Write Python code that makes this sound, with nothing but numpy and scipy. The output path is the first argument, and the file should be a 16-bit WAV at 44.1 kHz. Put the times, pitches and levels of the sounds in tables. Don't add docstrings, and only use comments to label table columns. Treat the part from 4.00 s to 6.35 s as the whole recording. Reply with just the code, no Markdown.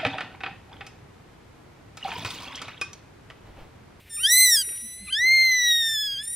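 import sys
import numpy as np
from scipy import signal
from scipy.fft import rfft, irfft, next_fast_len
from scipy.io import wavfile
from scipy.ndimage import uniform_filter1d

SR = 44100
rng = np.random.default_rng(int(sys.argv[2]) if len(sys.argv) > 2 else 0)


def wrap_up_sound(samples):
    columns = np.atleast_2d(samples).T
    tamed = np.clip(columns, -1, 1)
    steps = np.round(tamed * 32767).astype(np.int16)
    wavfile.write(sys.argv[1], SR, steps)


def ratio(d):
    e = np.asarray(d, float) / 20
    return 10 ** e


N = 103635
T_S = np.arange(N) / SR


def rms_one(x):
    return x / np.sqrt(np.mean(x ** 2) + 1e-20)


def drift(rate_hz):
    settle = 8000
    r = np.exp(-2 * np.pi * rate_hz / SR)
    white = rng.standard_normal(N + settle)
    return rms_one(signal.lfilter([1], [1, -2 * r, r * r], white)[settle:])


def coloured(db_of_hz):
    size = next_fast_len(N)
    hz = np.maximum(np.fft.rfftfreq(size, 1 / SR), 1)
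    spectrum = rfft(rng.standard_normal(size)) * ratio(db_of_hz(hz))
    return rms_one(irfft(spectrum, size)[:N])


# f/Hz, level/dB
RUMBLE = [(28, -20), (45, -10.5), (60, -0.75), (130, -6.5), (170, -13), (300, -15), (1000, -26.5),
          (1500, -48.5)]
HISS = [(800, -22), (1200, -12), (2300, -2.5), (3500, -8), (6000, -18.5), (15900, -14.5)]
RUMBLE_DB, RUMBLE_SWAY_DB, RUMBLE_SWAY_HZ = -55, 1, 8
HISS_DB, HISS_SWAY_DB, HISS_SWAY_HZ = -56.5, 2.6, 9.7
HISS_DUCK_DB_PER_DB, DUCK_FROM_DB = -0.03, -32


def rumble_and_hiss(voices):
    def shape(points):
        f_hz, level_db = np.array(points).T
        return lambda hz: np.interp(np.log(hz), np.log(f_hz), level_db)

    loud_db = 10 * np.log10(uniform_filter1d(voices ** 2, size=2000).clip(1e-9))
    duck_db = HISS_DUCK_DB_PER_DB * np.maximum(loud_db - DUCK_FROM_DB, 0)
    rumble_db = RUMBLE_DB + RUMBLE_SWAY_DB * drift(RUMBLE_SWAY_HZ)
    hiss_db = HISS_DB + HISS_SWAY_DB * drift(HISS_SWAY_HZ) - duck_db
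    return ratio(rumble_db) * coloured(shape(RUMBLE)) + ratio(hiss_db) * coloured(shape(HISS))


# t/s, length/s, f/Hz, level/dB
HOOTS = [
    (0.818, 0.061, 239, -49.5),
    (.995, 0.069, 211, -48.5),
]
HOOT_SAG_HZ_PER_S = 400


def far_hoots():
    out = np.zeros(N)
    for start_s, length_s, hz, db in HOOTS:
        u = np.clip(T_S - start_s, 0, length_s)
        swell = np.sin(np.pi * u / length_s)
        cycles = hz * u - HOOT_SAG_HZ_PER_S * u * u / 2
        out += ratio(db + 3.5) * swell * np.sin(2 * np.pi * cycles)
    return out


def bursts(rows, spread):
    out, white = np.zeros(N), rng.standard_normal(N)
    for start_s, peak_db, hz, t60_s in rows:
        decay = ratio(-60 * np.maximum(T_S - start_s, 0) / t60_s).clip(1e-9)
        attack = np.clip((T_S - start_s) / t60_s * 10, 0, 1)
        puff = white * (T_S >= start_s) * decay * attack
        band = signal.butter(2, [hz / spread, hz * spread], "band", fs=SR, output="sos")
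        puff = signal.sosfilt(band, puff + 1e-18)
        out += ratio(peak_db) * puff / np.abs(puff).max()
    return out


# t/s, peak level/dB, f/Hz, t60/s
TICKS = [
    (.29, -38, 3300, 0.011),
    (.3, -28, 3530, 0.008),
    (.63, -41, 2000, 0.2),
    (.238, -53, 2520, 0.0089),
    (.687, -37.5, 2200, 0.038),
    (.715, -44, 1910, 0.087),
    (.772, -41, 2610, 0.037),
    (2.226, -39, 3600, .012),
    (2.253, -40, 4500, 0.011),
]
# t/s, peak level/dB, f/Hz, t60/s
BUMPS = [
    (.665, -47, 384, 0.19),
    (.7, -50, 520, 0.11),
    (1.24, -42.5, 322, 0.075),
]


def handling():
    return bursts(TICKS, spread=1.31) + bursts(BUMPS, spread=1.25)


def slips(rows):
    return sum(size * np.cos(np.pi / 2 * np.clip((T_S - at_s) / half_s, -1, 1)) ** 2
               for at_s, size, half_s in rows)


def tract_db(peaks, hz):
    valley_db = -63.5
    power = sum(ratio(2 * db) / (1 + (2 * (hz - at) / width) ** 2) ** 2 for at, width, db in peaks)
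    return 10 * np.log10(power + ratio(2 * valley_db))


FLUTTER_HZ, FLUTTER_RATE_HZ = 6.69, 43.8
SHIMMER_DB, PARTIAL_SHIMMER_DB, SHIMMER_RATE_HZ = 0.5, 0.35, 36.4
DULLING_DB, EASY_DB = 0.1651, 9
WEAK_FUNDAMENTAL_HZ, WEAK_SLOPE_DB_PER_HZ = 1766, 0.05
BREATH_DB, CLOSING_BREATH_DB = -23.5, 3


def voice(rows, shut, wide, fade_s, sag_hz=0.0, quaver_hz=0.0, airy=None, unsteady=0.99,
          weak_hz=160, closing=0.0):
    rows = np.array(rows, float)
    start_s, end_s = rows[0, 0], rows[-1, 0]
    span = (T_S >= start_s - 0.003) & (T_S < end_s + fade_s)
    t = T_S[span]
    pitch, level_db, *mouth = [np.interp(t, rows[:, 0], column) for column in rows.T[1:]]
    pitch, level_db = uniform_filter1d(pitch, size=350), uniform_filter1d(level_db, size=100)
    if mouth:
        opening, breath_db = np.clip(mouth[0], 0, 1), mouth[1]
    else:
        opening = (closing + 0 * T_S)[span]
        breath_db = BREATH_DB + CLOSING_BREATH_DB * opening

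    after = np.clip((t - end_s) / fade_s, 0, 1)
    flutter_hz = unsteady * FLUTTER_HZ * drift(FLUTTER_RATE_HZ)[span]
    pitch = pitch - sag_hz * after + flutter_hz + (quaver_hz + 0 * T_S)[span]

    k = np.arange(1, 11)[:, None]
    partial_hz = k * pitch
    gain_db = (1 - opening) * tract_db(shut, partial_hz) + opening * tract_db(wide, partial_hz)
    gain = ratio(gain_db) * (partial_hz < SR / 2.2)
    waver = np.array([drift(SHIMMER_RATE_HZ)[span] for _ in range(2)])[k[:, 0] % 2]
    lost_effort_db = np.maximum(level_db.max() - EASY_DB - level_db, 0)
    gain = gain * ratio(k * (PARTIAL_SHIMMER_DB * waver - DULLING_DB * lost_effort_db))
    if airy:
        gain[0] *= ratio(-WEAK_SLOPE_DB_PER_HZ * np.clip(WEAK_FUNDAMENTAL_HZ - pitch, 0, weak_hz))
    gain = gain / np.sqrt(np.sum(gain ** 2, axis=0) / 2)

    phase = k * 2 * np.pi * np.cumsum(pitch) / SR - 0.25 * k * k
    tone = np.sum(gain * np.cos(phase), axis=0)
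    breath = ratio(breath_db) * coloured(lambda hz: tract_db(airy or shut, hz))[span]
    edge = np.clip((t - start_s + 0.0023) / 0.0051, 0, 1) * (1 - after) ** 2
    out = np.zeros(N)
    out[span] = ratio(level_db + SHIMMER_DB * drift(SHIMMER_RATE_HZ)[span]) * edge * (tone + breath)
    return out


# t/s, f/Hz, level/dB
WHISTLE_LONG = [(0.095, 1940, -49), (0.103, 1800, -44.5), (0.151, 1791, -32), (0.303, 1999, -27.5),
                (0.331, 1970, -25), (0.347, 2000, -23.5), (0.431, 2000, -27.5), (0.491, 1977, -26),
                (0.547, 1967, -32.5),
                (0.558, 1950, -32.5), (0.718, 1912, -31.5), (0.82, 1945, -36.5), (0.874, 1980, -37.5),
               (0.957, 1988, -40), (1.042, 2050, -44.5), (1.08, 2025, -40.5), (1.123, 2036, -40.5),
               (1.132, 2108, -42)]
WHISTLE_AGAIN = [(2.203, 1712, -50), (2.228, 1750, -44), (2.24, 1772, -33.5), (2.268, 1808, -38),
                 (2.28, 1845, -27.5), (2.291, 1837, -35), (2.305, 1878, -29), (2.322, 1903, -33),
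                 (2.337, 1897, -29.5)]
# f/Hz, width/Hz, level/dB
THIN = [(2000, 1200, -24), (3930, 2700, -20.5), (5840, 1030, -13), (7460, 1600, -18.5), (9425, 850, 2.26),
        (11420, 960, -14.5), (14000, 3600, -20.5)]
THIN_CLOSED = [(2000, 690, -19), (3930, 1900, -15.5), (5700, 800, -33), (8000, 1300, -12), (9820, 950, 0),
               (12000, 960, -40), (14000, 2400, -38)]
# t/s, size/Hz, half length/s
WAVERS = [
    (.176, 7.5, 0.013),
    (.215, 32, .022),
    (.66, -12, 0.013),
    (.685, 16.5, .02),
    (2.248, -25.5, 0.0093),
    (2.28, 26, 0.015),
    (2.322, 15, 0.022),
]
CLOSING_FROM_S, CLOSING_S = 0.92, 0.17


def littermate():
    quaver_hz = slips(WAVERS)
    closing = np.clip((T_S - CLOSING_FROM_S) / CLOSING_S, 0, 1)
    first = voice(WHISTLE_LONG, THIN, THIN_CLOSED, fade_s=0.032, sag_hz=110,
                  quaver_hz=quaver_hz, closing=closing, unsteady=0.632)
    again = voice(WHISTLE_AGAIN, THIN, THIN_CLOSED, fade_s=0.1,
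                  quaver_hz=quaver_hz, closing=0.35, unsteady=0.97)
    return first + again


# t/s, f/Hz, level/dB
SQUEAK_1 = [(0.166, 1570, -53), (0.17, 1286, -47), (0.186, 1154, -42.5), (0.202, 1350, -38.5),
            (0.23, 1510, -42.5)]
SQUEAK_2 = [(1.069, 1348, -46.5), (1.089, 1150, -37.5), (1.1, 1303, -38.5), (1.107, 1513, -39.5),
            (1.124, 1620, -37.5)]
# t/s, f/Hz, level/dB, mouth open/0-1, breath re voice/dB
CALL_1 = [(.232, 1513, -25.5, 0, -40), (.255, 1595, -15.5, 0, -33), (.272, 1708, -21, 0, -33),
          (.283, 1789, -26, 0, -32), (.299, 1859, -19.5, .6, -25), (.306, 1903, -18.5, .8, -40),
          (.326, 1971, -15.5, 1.01, -32), (.35, 2016, -15, 0.97, -27), (.39, 2057, -14.5, 1.01, -31),
          (.43, 2066, -14, 1.17, -29), (.45, 2044, -15, 1.01, -28), (.472, 1967, -16.5, 1.01, -26),
               (.49, 1971, -16.5, 0.92, -24), (.513, 1910, -19, 0.96, -25), (.525, 1855, -16, 1.17, -31),
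               (.549, 1801, -16, 1.01, -23), (.573, 1639, -19.5, 0.82, -31), (.616, 1603, -25.5, 0.7, -26)]
CALL_2 = [(1.125, 1593, -22.5, 0.13, -51), (1.129, 1523, -22, 0.075, -48),
          (1.175, 1759, -25.5, 0.049, -57), (1.212, 1948, -22, 0.22, -53),
          (1.272, 2075, -17.5, 0.69, -43.5), (1.336, 2118, -15.5, 0.71, -40),
          (1.42, 2096, -16.5, 0.76, -36.5),
          (1.499, 2059, -18.5, 1.06, -33), (1.592, 1976, -21.5, 0.93, -32.5),
               (1.72, 1888, -18.5, 0.96, -30.5), (1.9, 1786, -25, 0.86, -29),
               (2.04, 1691, -26.5, 1.05, -45), (2.136, 1614, -30.5, 0.77, -40),
               (2.173, 1586, -32.5, 0.76, -26), (2.2, 1682, -31, 0.19, -35),
               (2.228, 1749, -38.5, 0.51, -38)]
# f/Hz, width/Hz, level/dB
NOSE = [(1270, 420, -9), (2630, 770, 3.5), (3300, 460, -10)]
SHUT = [(2100, 454, 2.5), (3153, 505, 1.4), (5170, 1320, -11.5), (7570, 1300, -42.5), (9330, 1960, -25),
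        (14000, 3400, -44.5)]
WIDE = [(2080, 560, -2), (3000, 1300, -6.5), (4100, 610, 0), (5350, 1250, 4), (8230, 1520, 0.55),
        (9490, 1430, -5), (12060, 650, -13.5), (14080, 1300, -2.5), (15800, 720, -2)]
HALF = [(2119, 302, 1.5), (3300, 440, -6.5), (3767, 300, -1.05), (4202, 160, 0), (5935, 293, -5),
        (5100, 1400, -11.5), (7120, 530, -17), (9030, 840, -17), (12360, 550, -23.5), (13000, 1760, -24),
        (15530, 2100, -24)]
# f/Hz, width/Hz, level/dB
BREATH_1 = [(3010, 690, -24), (5070, 440, -1), (8700, 1200, -0.5), (13300, 1500, -5)]
BREATH_2 = [(3177, 730, -0.5), (5630, 400, -9), (9500, 2400, -15.5), (13500, 3000, -25.5)]
# t/s, size/Hz, half length/s
SLIPS = [(.361, -44.5, 0.01188), (.406, -39.5, .011), (1.52, -28, 0.012), (1.795, 17.5, .035),
         (1.878, 15.5, 0.013), (1.929, 29.5, .022), (1.984, -19.5, .022), (2.012, 24.5, .018),
         (2.034, -14.5, .012), (2.056, 32, .016), (2.137, 33.5, .018), (2.178, -14, 0.0084)]
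# t/s, jitter/Hz, half length/s
RASPS = [
    (.535, 10.8, 0.034),
    (.625, 29, 0.017),
    (1.385, 4.1, 0.025),
    (2.04, 7, .025),
    (2.2, 5.4, 0.014),
]
RASP_RATE_HZ = 300


def held_civet():
    quaver_hz = slips(SLIPS) + slips(RASPS) * drift(RASP_RATE_HZ)
    squeak_1 = voice(SQUEAK_1, NOSE, NOSE, fade_s=0.0048)
    call_1 = voice(CALL_1, SHUT, WIDE, fade_s=0.024, sag_hz=244,
                   quaver_hz=quaver_hz, airy=BREATH_1, unsteady=0.83, weak_hz=124)
    squeak_2 = voice(SQUEAK_2, NOSE, NOSE, fade_s=0.004)
    call_2 = voice(CALL_2, SHUT, HALF, fade_s=0.0071,
                   quaver_hz=quaver_hz, airy=BREATH_2, unsteady=0.7, weak_hz=178)
    return squeak_1 + call_1 + squeak_2 + call_2


ECHO_S, ECHO_DB = 0.004, -30.5


def scene():
    voices = held_civet() + littermate()
    lag = int(ECHO_S * SR)
    echo = np.concatenate([np.zeros(lag), voices[:N - lag]])
    voices = voices + ratio(ECHO_DB) * echo
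    mono = rumble_and_hiss(voices) + far_hoots() + handling() + voices
    return np.array([mono, mono])


def low_pass(x):
    return signal.sosfilt(signal.butter(12, 16030, fs=SR, output="sos"), x)


def record(dry):
    lowpass = signal.cheby2(12, 70, 16600, fs=SR, output="sos")
    mix = signal.sosfilt(lowpass, dry)
    return low_pass(mix)


dry = scene()
out = record(dry)
wrap_up_sound(out)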